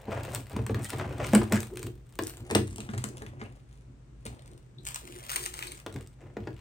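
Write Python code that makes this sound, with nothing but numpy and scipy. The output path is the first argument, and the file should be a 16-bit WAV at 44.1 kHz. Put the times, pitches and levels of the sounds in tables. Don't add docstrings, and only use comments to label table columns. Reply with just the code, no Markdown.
import sys
import numpy as np
from scipy import signal
from scipy.fft import rfft, irfft, next_fast_len
from scipy.io import wavfile
from scipy.ndimage import map_coordinates

SR = 44100
rng = np.random.default_rng(int(sys.argv[2]) if len(sys.argv) > 2 else 0)


def write(x):
    x = np.atleast_2d(x).T
    wavfile.write(sys.argv[1], SR, np.round(np.clip(x, -1, 1) * 32767).astype(np.int16))

N = 291148

# t/s, level/dB, crunch added to that level/dB
LOUD_FOLDS = [(0.3488, -32, -16), (0.5657, -38, -4), (0.6653, -28, -27), (0.7455, -41.5, 5.5),
              (0.8453, -26, -28), (1.268, -27, -13), (1.3504, -13.5, -14.5), (1.3523, -21, -13),
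              (1.524, -16, -17), (1.6046, -24, -20), (1.6303, -30, -8), (1.772, -29.5, -7.5),
              (1.7937, -33, -16), (1.8294, -30, -10), (2.1548, -45.5, -7), (2.1895, -34, 2),
              (2.2237, -32, -29), (2.2363, -29, -31), (2.249, -44, -25), (2.2698, -23, -34),
              (2.2922, -42, -19), (2.3037, -37.5, -14), (2.5107, -22.5, -8.5), (2.55, -18.5, 2.5),
              (2.5527, -12, -25), (2.76, -29, -21), (2.7826, -29.5, -13.5), (2.8044, -29, -9.5),
              (3.0409, -17.5, -20), (3.0885, -31.5, -21), (3.2216, -36, -19), (3.2644, -40.5, -4.5),
              (4.2535, -31.5, -17), (4.2646, -29, -6.5), (4.4777, -46.5, -9), (4.5776, -47, -11.5),
              (4.8523, -31, -16), (4.8722, -23, -18.5), (4.8871, -23, -18), (4.9451, -21.5, -14.5),
              (5.0755, -35, -10), (5.1233, -35, -11), (5.2947, -29, -3.5), (5.3022, -22.5, -12),
              (5.439, -25, -11.5), (5.4615, -20, -9), (5.54, -29, -13), (5.626, -27.5, -4),
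              (5.7197, -28, -10), (5.8635, -37.5, 2.5), (5.9612, -42, -0.5), (6.0733, -41.5, -27)]
# f/Hz, level/dB
FOIL_TONE = [(500, -38), (2000, -25.5), (3500, -9.5), (5000, -8.5), (7000, -3), (8400, 3), (9800, 1),
             (13000, -12.5), (16000, -21.5)]
# f/Hz, level/dB
CRUNCH_TONE = [(300, -25.5), (900, -0.5), (1600, -2.5), (2200, -1), (2900, -2.5), (4000, -6), (6000, -13),
               (16000, -25)]
def snaps(folds):
    ticks, jolts = np.zeros((2, N))
    t = np.arange(SR // 8) / SR
    for s, db, crunch_db in folds:
        add(ticks, s, amp(db - 1.5) * burst(t, t60=0.008, tail_db=-24, tail_t60=0.04))
        add(jolts, s, amp(db + crunch_db + 2.5) * burst(t, t60=0.017, tail_db=-23.5, tail_t60=0.07))
    return coloured(ticks, FOIL_TONE) + coloured(jolts, CRUNCH_TONE)


def small_folds(foil_db, count=300, per_second=22, boost_db=15, crunch_db=-9.5):
    samples = (np.cumsum(rng.exponential(1, count)) / per_second * SR).astype(int)
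    scatter_db = 5.5 * np.clip(rng.standard_normal(count), -2, 2)
    return [(i / SR, foil_db[i] + boost_db + db, crunch_db) for i, db in zip(samples, scatter_db) if i < N]


def crinkle(foil_db, crunch_db):
    per_second = np.clip(520 * amp(foil_db + 48), 160, 2400)
    creases = grains(per_second, spread_db=4.5) * amp(3 * wobble(120))
    t = np.arange(SR // 100) / SR
    energy = signal.fftconvolve(creases ** 2, amp(-120 * t / 0.016))[:N]
    shiver = unit(np.sqrt(np.abs(energy)))
    fine, coarse = shiver * rng.standard_normal((2, N))
    foil = coloured(amp(foil_db - 5) * fine, FOIL_TONE)
    return foil + coloured(amp(crunch_db - 8.5) * coarse, CRUNCH_TONE)


# t/s, length/s, foil level/dB, swell from start to end/dB, rib level/dB
HOSE_BENDS = [(0.0, 0.26, -64.5, 18.5, -50.5), (0.324, 0.042, -44, 0.5, -42), (0.435, .38, -60.5, 1, -52.5),
              (0.842, 0.027, -43, -0.5, -44), (0.928, 0.098, -67.5, -4, -47), (1.09, .14, -61, 4, -49.5),
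              (1.244, 0.088, -45.5, 2.5, -34), (1.374, 0.068, -56, -3.5, -41.5),
              (1.521, 0.089, -48, -1, -54), (1.763, 0.082, -56, -0.5, -50), (2.078, 0.051, -68.5, 3, -62),
              (2.227, 0.46, -57.5, -6, -54.5), (2.504, 0.055, -61, 3, -58), (2.7, 0.32, -53.5, -1, -53),
              (3.182, 0.12, -60, -11, -59), (3.41, 0.17, -71, 1, -66), (3.71, 0.061, -65.5, -10, -61),
              (4.254, 0.37, -65.5, -16.5, -60.5), (4.876, .085, -46, -4.5, -46.5),
              (4.99, 0.43, -50, 10, -49.5), (5.314, 0.13, -38, -2.5, -40.5), (5.481, 0.21, -45.5, 3.5, -46),
              (5.87, 0.26, -67.5, -9, -60.5), (6.372, .22, -72, 2, -55.5)]
def bending_hose():
    foil_rows = [(s, length, db, swell) for s, length, db, swell, _ in HOSE_BENDS]
    rib_rows = [(s, length, db, swell) for s, length, _, swell, db in HOSE_BENDS]
    foil_db, crunch_db = [movements(rows, rise_s=0.053, fall_s=0.13) for rows in (foil_rows, rib_rows)]
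    return snaps(LOUD_FOLDS + small_folds(foil_db)) + crinkle(foil_db, crunch_db)


# t/s, level/dB
FOIL_SHEEN = [(0, 4.5), (1.35, 2), (1.6, 2.5), (2.35, 7.5), (2.5, -4), (3.3, -2), (4.3, -3.5), (5.3, 5),
              (6.1, -2)]
def sheen(foil, above_hz=11200):
    treble = filtered(foil, lambda hz: 1 - 1 / (1 + (hz / above_hz) ** 20))
    return foil + (amp(over_time(FOIL_SHEEN)) - 1) * treble


# t/s, level/dB, clack added to that level/dB, boom added to it/dB
CABINET_HITS = [(0.082, -35, -17, 1.5), (0.563, -34.5, -5, 3), (0.59, -34.5, -9, -12),
                (0.665, -48, 13.5, 7), (0.695, -28.5, -9, -12), (0.744, -33.5, -4, -8),
                (0.932, -35, 0, -11), (0.997, -42.5, 10, -18), (1.334, -19.5, -9, 6.5), (1.351, -28, 5, 7),
                (1.416, -31.5, -1.5, -12), (1.522, -26, 1, 8), (2.191, -31.5, 1.5, -11),
                (2.5012, -37, 3.5, -6), (2.511, -30.5, -7, -5), (2.553, -18, -8, -7.5),
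                (2.782, -42, -7, 3.5), (2.89, -47, 8.5, 13), (2.936, -38.5, 1, -0.5),
                (3.039, -45, 10.5, 8.5), (3.219, -42, -1.5, -5), (3.414, -43, 4.5, 2),
                (4.256, -43, -11.5, 0.5), (5.863, -37.5, -0.5, -12), (5.961, -44, -4, -19),
                (6.368, -34.5, -4.5, -3), (6.472, -35.5, -1.5, -13)]
# f/Hz, level/dB, time to fade by 60 dB/s
FRAME_NOTES = [(63.5, -10.5, 0.25), (95.2, 9.5, 0.45), (93.5, -3, 0.12), (136.5, 5.5, 0.14),
               (146, -5, 0.11)]
# f/Hz, level/dB, time to fade by 60 dB/s
BOOM_NOTES = [(199, -10.5, .1), (214.4, -9, 0.26), (235, -12, 0.15)]
# f/Hz, level/dB, time to fade by 60 dB/s
PANEL_NOTES = [(297.3, -1, 0.27), (320, -4, 0.29), (344, -8, 0.27), (374, -1, 0.18), (403.5, 1.5, 0.15),
               (449.2, 7, 0.13), (463, 1, 0.092), (526, -12.5, 0.056), (585, -6.5, 0.072),
               (649, -15, 0.025), (714, -8.5, 0.1), (806, -5.5, 0.057), (954, -11, .1)]
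# f/Hz, level/dB
THUD_TONE = [(120, -39), (250, 1.5), (370, 2.5), (480, 5), (560, -2.5), (640, 0), (900, -3), (1400, -21),
             (4000, -50)]
# f/Hz, level/dB
CLACK_TONE = [(150, -32.5), (450, -8.5), (900, 10.5), (1300, 7.5), (1800, 8), (2600, 0), (4000, -6.5),
              (8000, -17), (16000, -70)]
def knocks():
    ringing, thuds, clacks = np.zeros((3, N))
    t = np.arange(SR // 2) / SR
    for s, db, clack_db, boom_db in CABINET_HITS:
        add(ringing, s, amp(db - 13) * ring(FRAME_NOTES, t, rise_s=0.0087))
        add(ringing, s, amp(db + boom_db - 2.5) * ring(BOOM_NOTES, t, rise_s=0.0019))
        add(ringing, s, amp(db - 5) * ring(PANEL_NOTES, t, rise_s=0.0011))
        add(thuds, s, amp(db) * burst(t, t60=0.079, tail_db=-30.5, tail_t60=0.15))
        add(clacks, s, amp(db + clack_db + 2.5) * burst(t, t60=0.026, tail_db=-27, tail_t60=0.11))
    return ringing + coloured(thuds, THUD_TONE) + coloured(clacks, CLACK_TONE)


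# t/s, length/s, level/dB, swell from start to end/dB
HOSE_SLIDES = [(0.0, 0.096, -49.5, 16), (0.11, 0.096, -36.5, 0), (0.27, 0.11, -42.5, -1),
               (0.51, 0.034, -44.5, 6), (0.75, 0.035, -44.5, 7), (0.935, 0.091, -37.5, 4),
               (1.09, 0.036, -40.5, 5.5), (1.2, 0.097, -37, -6.5), (1.35, .09, -38, -19),
               (1.52, 0.075, -40, -10.5), (2.22, 0.34, -59, 16), (2.55, 0.032, -49, -21),
               (2.79, 0.37, -54, 8), (3.19, 0.27, -56, 6.5), (4.26, 0.27, -60.5, -11.5),
               (4.86, 0.85, -60, 6), (5.87, 0.15, -56.5, -13), (6.22, 0.013, -51, 1), (6.37, 0.12, -58, -4)]
# f/Hz, level/dB
SCRAPE_TONE = [(150, -24.5), (350, -6.5), (520, 2.5), (720, -0.5), (1000, -6), (1400, -10.5), (2600, -15),
               (4000, -30.5), (9000, -31.5), (16000, -52)]
def scrape(ribs_per_second=36, unevenness=0.3, rib_fade_db=8):
    slide_db = movements(HOSE_SLIDES, rise_s=0.035, fall_s=0.15)
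    ribs_passed = np.cumsum(ribs_per_second * np.exp(unevenness * wobble(ribs_per_second))) / SR
    catch_db = rib_fade_db * (0.5 - ribs_passed % 1)
    slips = unit(grains(2000, spread_db=4) * amp(3 * wobble(70)))
    return coloured(amp(slide_db + catch_db - 2.5) * slips, SCRAPE_TONE)


# t/s, length/s, cabinet level/dB, tube level/dB
HAND_SHOVES = [(0.082, .32, -34, -44.5), (0.54, 0.056, -24.5, -44), (0.71, 0.086, -26.5, -41),
               (0.949, .37, -31, -38.5), (1.333, 0.058, -23, -30), (1.52, 0.048, -29, -30),
               (1.718, 0.083, -42.5, -36.5), (1.845, 0.03, -37, -31.5), (2.214, 0.015, -42, -29.5),
               (2.3, 0.14, -52, -46.5), (2.405, .04, -37.5, -50), (2.53, 0.079, -28, -30.5),
               (2.68, .22, -38, -49), (2.932, 0.052, -31, -46), (3.064, 0.018, -37, -36),
               (3.145, 0.33, -43.5, -53), (3.896, .02, -44, -64.5), (4.272, 0.059, -39.5, -48.5),
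               (4.496, .06, -45.5, -48), (4.789, 0.032, -45.5, -47.5), (5.037, 0.13, -50, -45.5),
               (5.361, 0.096, -57, -41.5), (5.506, 0.23, -56, -47), (5.957, 0.0092, -32, -38),
               (6.226, 0.033, -40.5, -45), (6.382, 0.026, -35, -38.5), (6.472, 0.018, -38.5, -37.5)]
# f/Hz, level/dB
RUMBLE_TONE = [(40, -28.5), (66, -2), (88, 2), (108, -1), (128, 5.5), (160, -14), (225, -8.5), (280, -8.5),
               (500, -40.5), (2000, -77)]
# f/Hz, level/dB
TUBE_TONE = [(120, -35.5), (230, -9), (305, -2.5), (335, 3), (372, 5.5), (415, -5), (465, -1.5), (540, -17),
             (750, -21), (2000, -52.5)]
def rumble():
    push_rows = [(s, length, db, 0) for s, length, db, _ in HAND_SHOVES]
    tube_rows = [(s, length, db, 0) for s, length, _, db in HAND_SHOVES]
    push_db, tube_db = [movements(rows, rise_s=0.036, fall_s=0.094) for rows in (push_rows, tube_rows)]
    cabinet = coloured(amp(push_db - 4.5) * grains(900, spread_db=1), RUMBLE_TONE)
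    return cabinet + coloured(amp(tube_db - 7.5) * grains(620, spread_db=5.5), TUBE_TONE)


# t/s, length/s, level/dB
RIB_DRAGS = [(0.994, 0.007, -47), (1.02, 0.0088, -53), (1.239, 0.0099, -35), (1.523, 0.06, -36),
             (2.555, 0.0067, -40), (3.392, 0.043, -56.5), (5.327, 0.027, -41), (5.464, .015, -57),
             (5.605, 0.025, -46), (6.206, 0.015, -61)]
# f/Hz, level/dB
RASP_TONE = [(300, -11), (800, -22.5), (1300, 3.5), (1800, 5.5), (2400, 1), (4000, -13.5), (8000, -7),
             (16000, -39)]
def rasps():
    out, catches = np.zeros(N), grains(2200, spread_db=5.5)
    for s, length, db in RIB_DRAGS:
        n = int(length * SR)
        add(out, s, amp(db) * signal.windows.tukey(n, 0.2) * catches[int(s * SR):][:n])
    return coloured(out, RASP_TONE)


# t/s, length/s, f/Hz, level/dB
SKIN_SQUEAKS = [(0.838, 0.03, 1884, -46.5), (0.852, 0.028, 3340, -50), (0.886, 0.026, 1467, -49.5),
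                (3.434, 0.04, 2660, -57.5), (4.783, 0.0065, 3860, -47.5), (5.672, 0.014, 4300, -44.5)]
def squeaks():
    out = np.zeros(N)
    for s, length, hz, db in SKIN_SQUEAKS:
        n = int(length * SR)
        pitch = hz * (1 + 0.09 * wobble(900)[:n])
        add(out, s, amp(db + 5) * np.hanning(n) * np.sin(2 * np.pi * np.cumsum(pitch) / SR))
    return out


# t/s, head start of the left side/ms
LEFT_LEAD = [(0, 0), (2.2, 0), (2.5, .2), (3.05, .3), (4.25, .32), (4.9, .37), (5.3, .45), (5.76, .48),
             (5.85, 0), (6.6, 0)]
def placed(x):
    shift = over_time(LEFT_LEAD) * SR / 2000
    return np.array([map_coordinates(x, [np.arange(N) + offset]) for offset in (shift, -shift)])


# f/Hz, level/dB
WALL_TONE = [(100, -8), (250, -9.5), (600, -6.5), (2000, -4), (5000, -4.5), (9000, -8), (16000, -4.5)]
# f/Hz, time to fade by 60 dB/s
ECHO_TIMES = [(100, 0.36), (400, 0.2), (2000, 0.22), (6000, 0.23), (14000, 0.24)]
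def room(x):
    bounced = filtered(x, lambda hz: amp(along(WALL_TONE, hz)))
    hz, t, noise = signal.stft(rng.standard_normal((2, SR // 2)), SR, nperseg=256)
    fade = amp(-60 * t / along(ECHO_TIMES, hz)[:, None])
    echo = all_around(signal.istft(noise * fade, SR, nperseg=256)[1])
    echo = np.pad(echo / np.linalg.norm(echo[0]), ((0, 0), (SR // 250, 0)))
    return signal.fftconvolve(bounced[None], echo, axes=1)[:, :N]


# f/Hz, likeness (1 means the same)
SIDE_LIKENESS = [(60, 0.97), (200, 0.85), (500, 0.14), (1200, 0.032), (16000, 0.035)]
def all_around(pair):
    def shares(hz):
        angle = np.arccos(np.clip(along(SIDE_LIKENESS, hz), -1, 1)) / 2
        return np.array([np.cos(angle), np.sin(angle)])
    middle, side = filtered(pair, shares)
    return np.array([middle + side, middle - side])


# f/Hz, level/dB
VENT_TONE = [(20, -40.5), (35, -5.5), (54, 4), (85, -8.5), (130, 0.5), (170, -9.5), (350, -15),
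             (700, -25.5), (2000, -32.5), (5000, -41.5), (8500, -40), (16000, -65.5)]
# f/Hz, level/dB
HUM_NOTES = [(54, -57), (61, -66.5), (123, -58), (132, -60.5)]
def vents_and_hum():
    air = all_around(np.array([coloured(rng.standard_normal(N), VENT_TONE) for _ in range(2)]))
    t, hum = np.arange(N) / SR, np.zeros(N)
    for hz, db in HUM_NOTES:
        strength = amp(db + 0.83 * wobble(5.3)) * np.sqrt(2)
        hum += strength * np.sin(2 * np.pi * hz * t + 0.7 * wobble(3.8))
    return amp(-53) * unit(air) + hum


def movements(rows, rise_s, fall_s, shake_db=1.94, shakes_per_second=25):
    s, length, db, swell_db = np.transpose(rows)[:, :, None]
    t = np.arange(0, N, 64) / SR
    held_db = db + swell_db * (np.clip((t - s) / length, 0, 1) - 0.5)
    fade_db = 20 * (np.maximum(s - t, 0) / rise_s + np.maximum(t - s - length, 0) / fall_s)
    loudest_db = np.interp(np.arange(N) / SR, t, (held_db - fade_db).max(0))
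    return loudest_db + shake_db * wobble(shakes_per_second)


def ring(notes, t, rise_s, scatter_db=1.5):
    hz, db, t60 = np.transpose(notes)[:, :, None]
    size, detune, side = rng.standard_normal((3, len(notes), 1))
    strength = np.sign(side) * amp(db + scatter_db * size - 60 * t / t60)
    waves = strength * np.sin(2 * np.pi * hz * (1 + 0.0097 * detune) * t)
    sound = waves.sum(0) * (1 - np.exp(-t / rise_s))
    return sound / np.std(sound[:SR // 33])


def burst(t, t60, tail_db, tail_t60):
    return rng.standard_normal(len(t)) * (amp(-60 * t / t60) + amp(tail_db - 60 * t / tail_t60))


def grains(per_second, spread_db):
    fires = rng.random(N) < per_second / SR
    sizes = amp(spread_db * np.clip(rng.standard_normal(N), -2, 2)) * rng.choice([-1, 1], N)
    return unit(fires * sizes / np.sqrt(per_second))


def wobble(per_second):
    values = rng.standard_normal(int(N * per_second / SR) + 4)
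    return map_coordinates(values, [np.arange(N) * per_second / SR], order=1)


def coloured(x, tone, size=4096):
    cepstrum = irfft(np.log(amp(along(tone, np.fft.rfftfreq(size, 1 / SR)))))
    cepstrum[1:size // 2] *= 2
    cepstrum[size // 2 + 1:] = 0
    kernel = irfft(np.exp(rfft(cepstrum)))
    return signal.fftconvolve(x, kernel / np.linalg.norm(kernel))[:len(x)]


def filtered(x, gain):
    n = x.shape[-1]
    padded = next_fast_len(n + SR // 4)
    return irfft(rfft(x, padded) * gain(np.fft.rfftfreq(padded, 1 / SR)), padded)[..., :n]


def along(points, hz):
    f, values = np.transpose(points)
    return np.interp(np.log(hz + 1), np.log(f + 1), values)


def over_time(points):
    return np.interp(np.arange(N) / SR, *np.transpose(points))


def add(track, s, sound):
    part = track[..., max(round(s * SR), 0):][..., :sound.shape[-1]]
    part += sound[..., :part.shape[-1]]


def amp(db):
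    return 10 ** (np.asarray(db) / 20)


def unit(x):
    return x / np.sqrt(np.mean(x ** 2) + 1e-20)


def scene():
    hose = sheen(bending_hose()) + rasps() + squeaks()
    cabinet = knocks() + scrape() + rumble()
    near = hose + cabinet
    return placed(near) + room(near) + vents_and_hum()


# f/Hz, level/dB
MIC_TONE = [(9000, -1), (10000, -6), (10700, -18), (11500, -20.5), (12600, -2), (14000, 5.5)]
# f/Hz, level/dB
LEFT_OVER_RIGHT = [(100, .2), (350, 1), (700, 2.6), (1400, 1.8), (2800, 2.1), (6000, 4.6), (9000, .6),
                   (13000, 0)]
def record(dry, top_hz=16100):
    sides = np.array([[0.5], [-0.5]])
    sound = filtered(dry, lambda hz: amp(along(MIC_TONE, hz) + sides * along(LEFT_OVER_RIGHT, hz)))
    return filtered(sound, lambda hz: 1 / (1 + (hz / top_hz) ** 120))


dry = scene()
out = record(dry)
write(out)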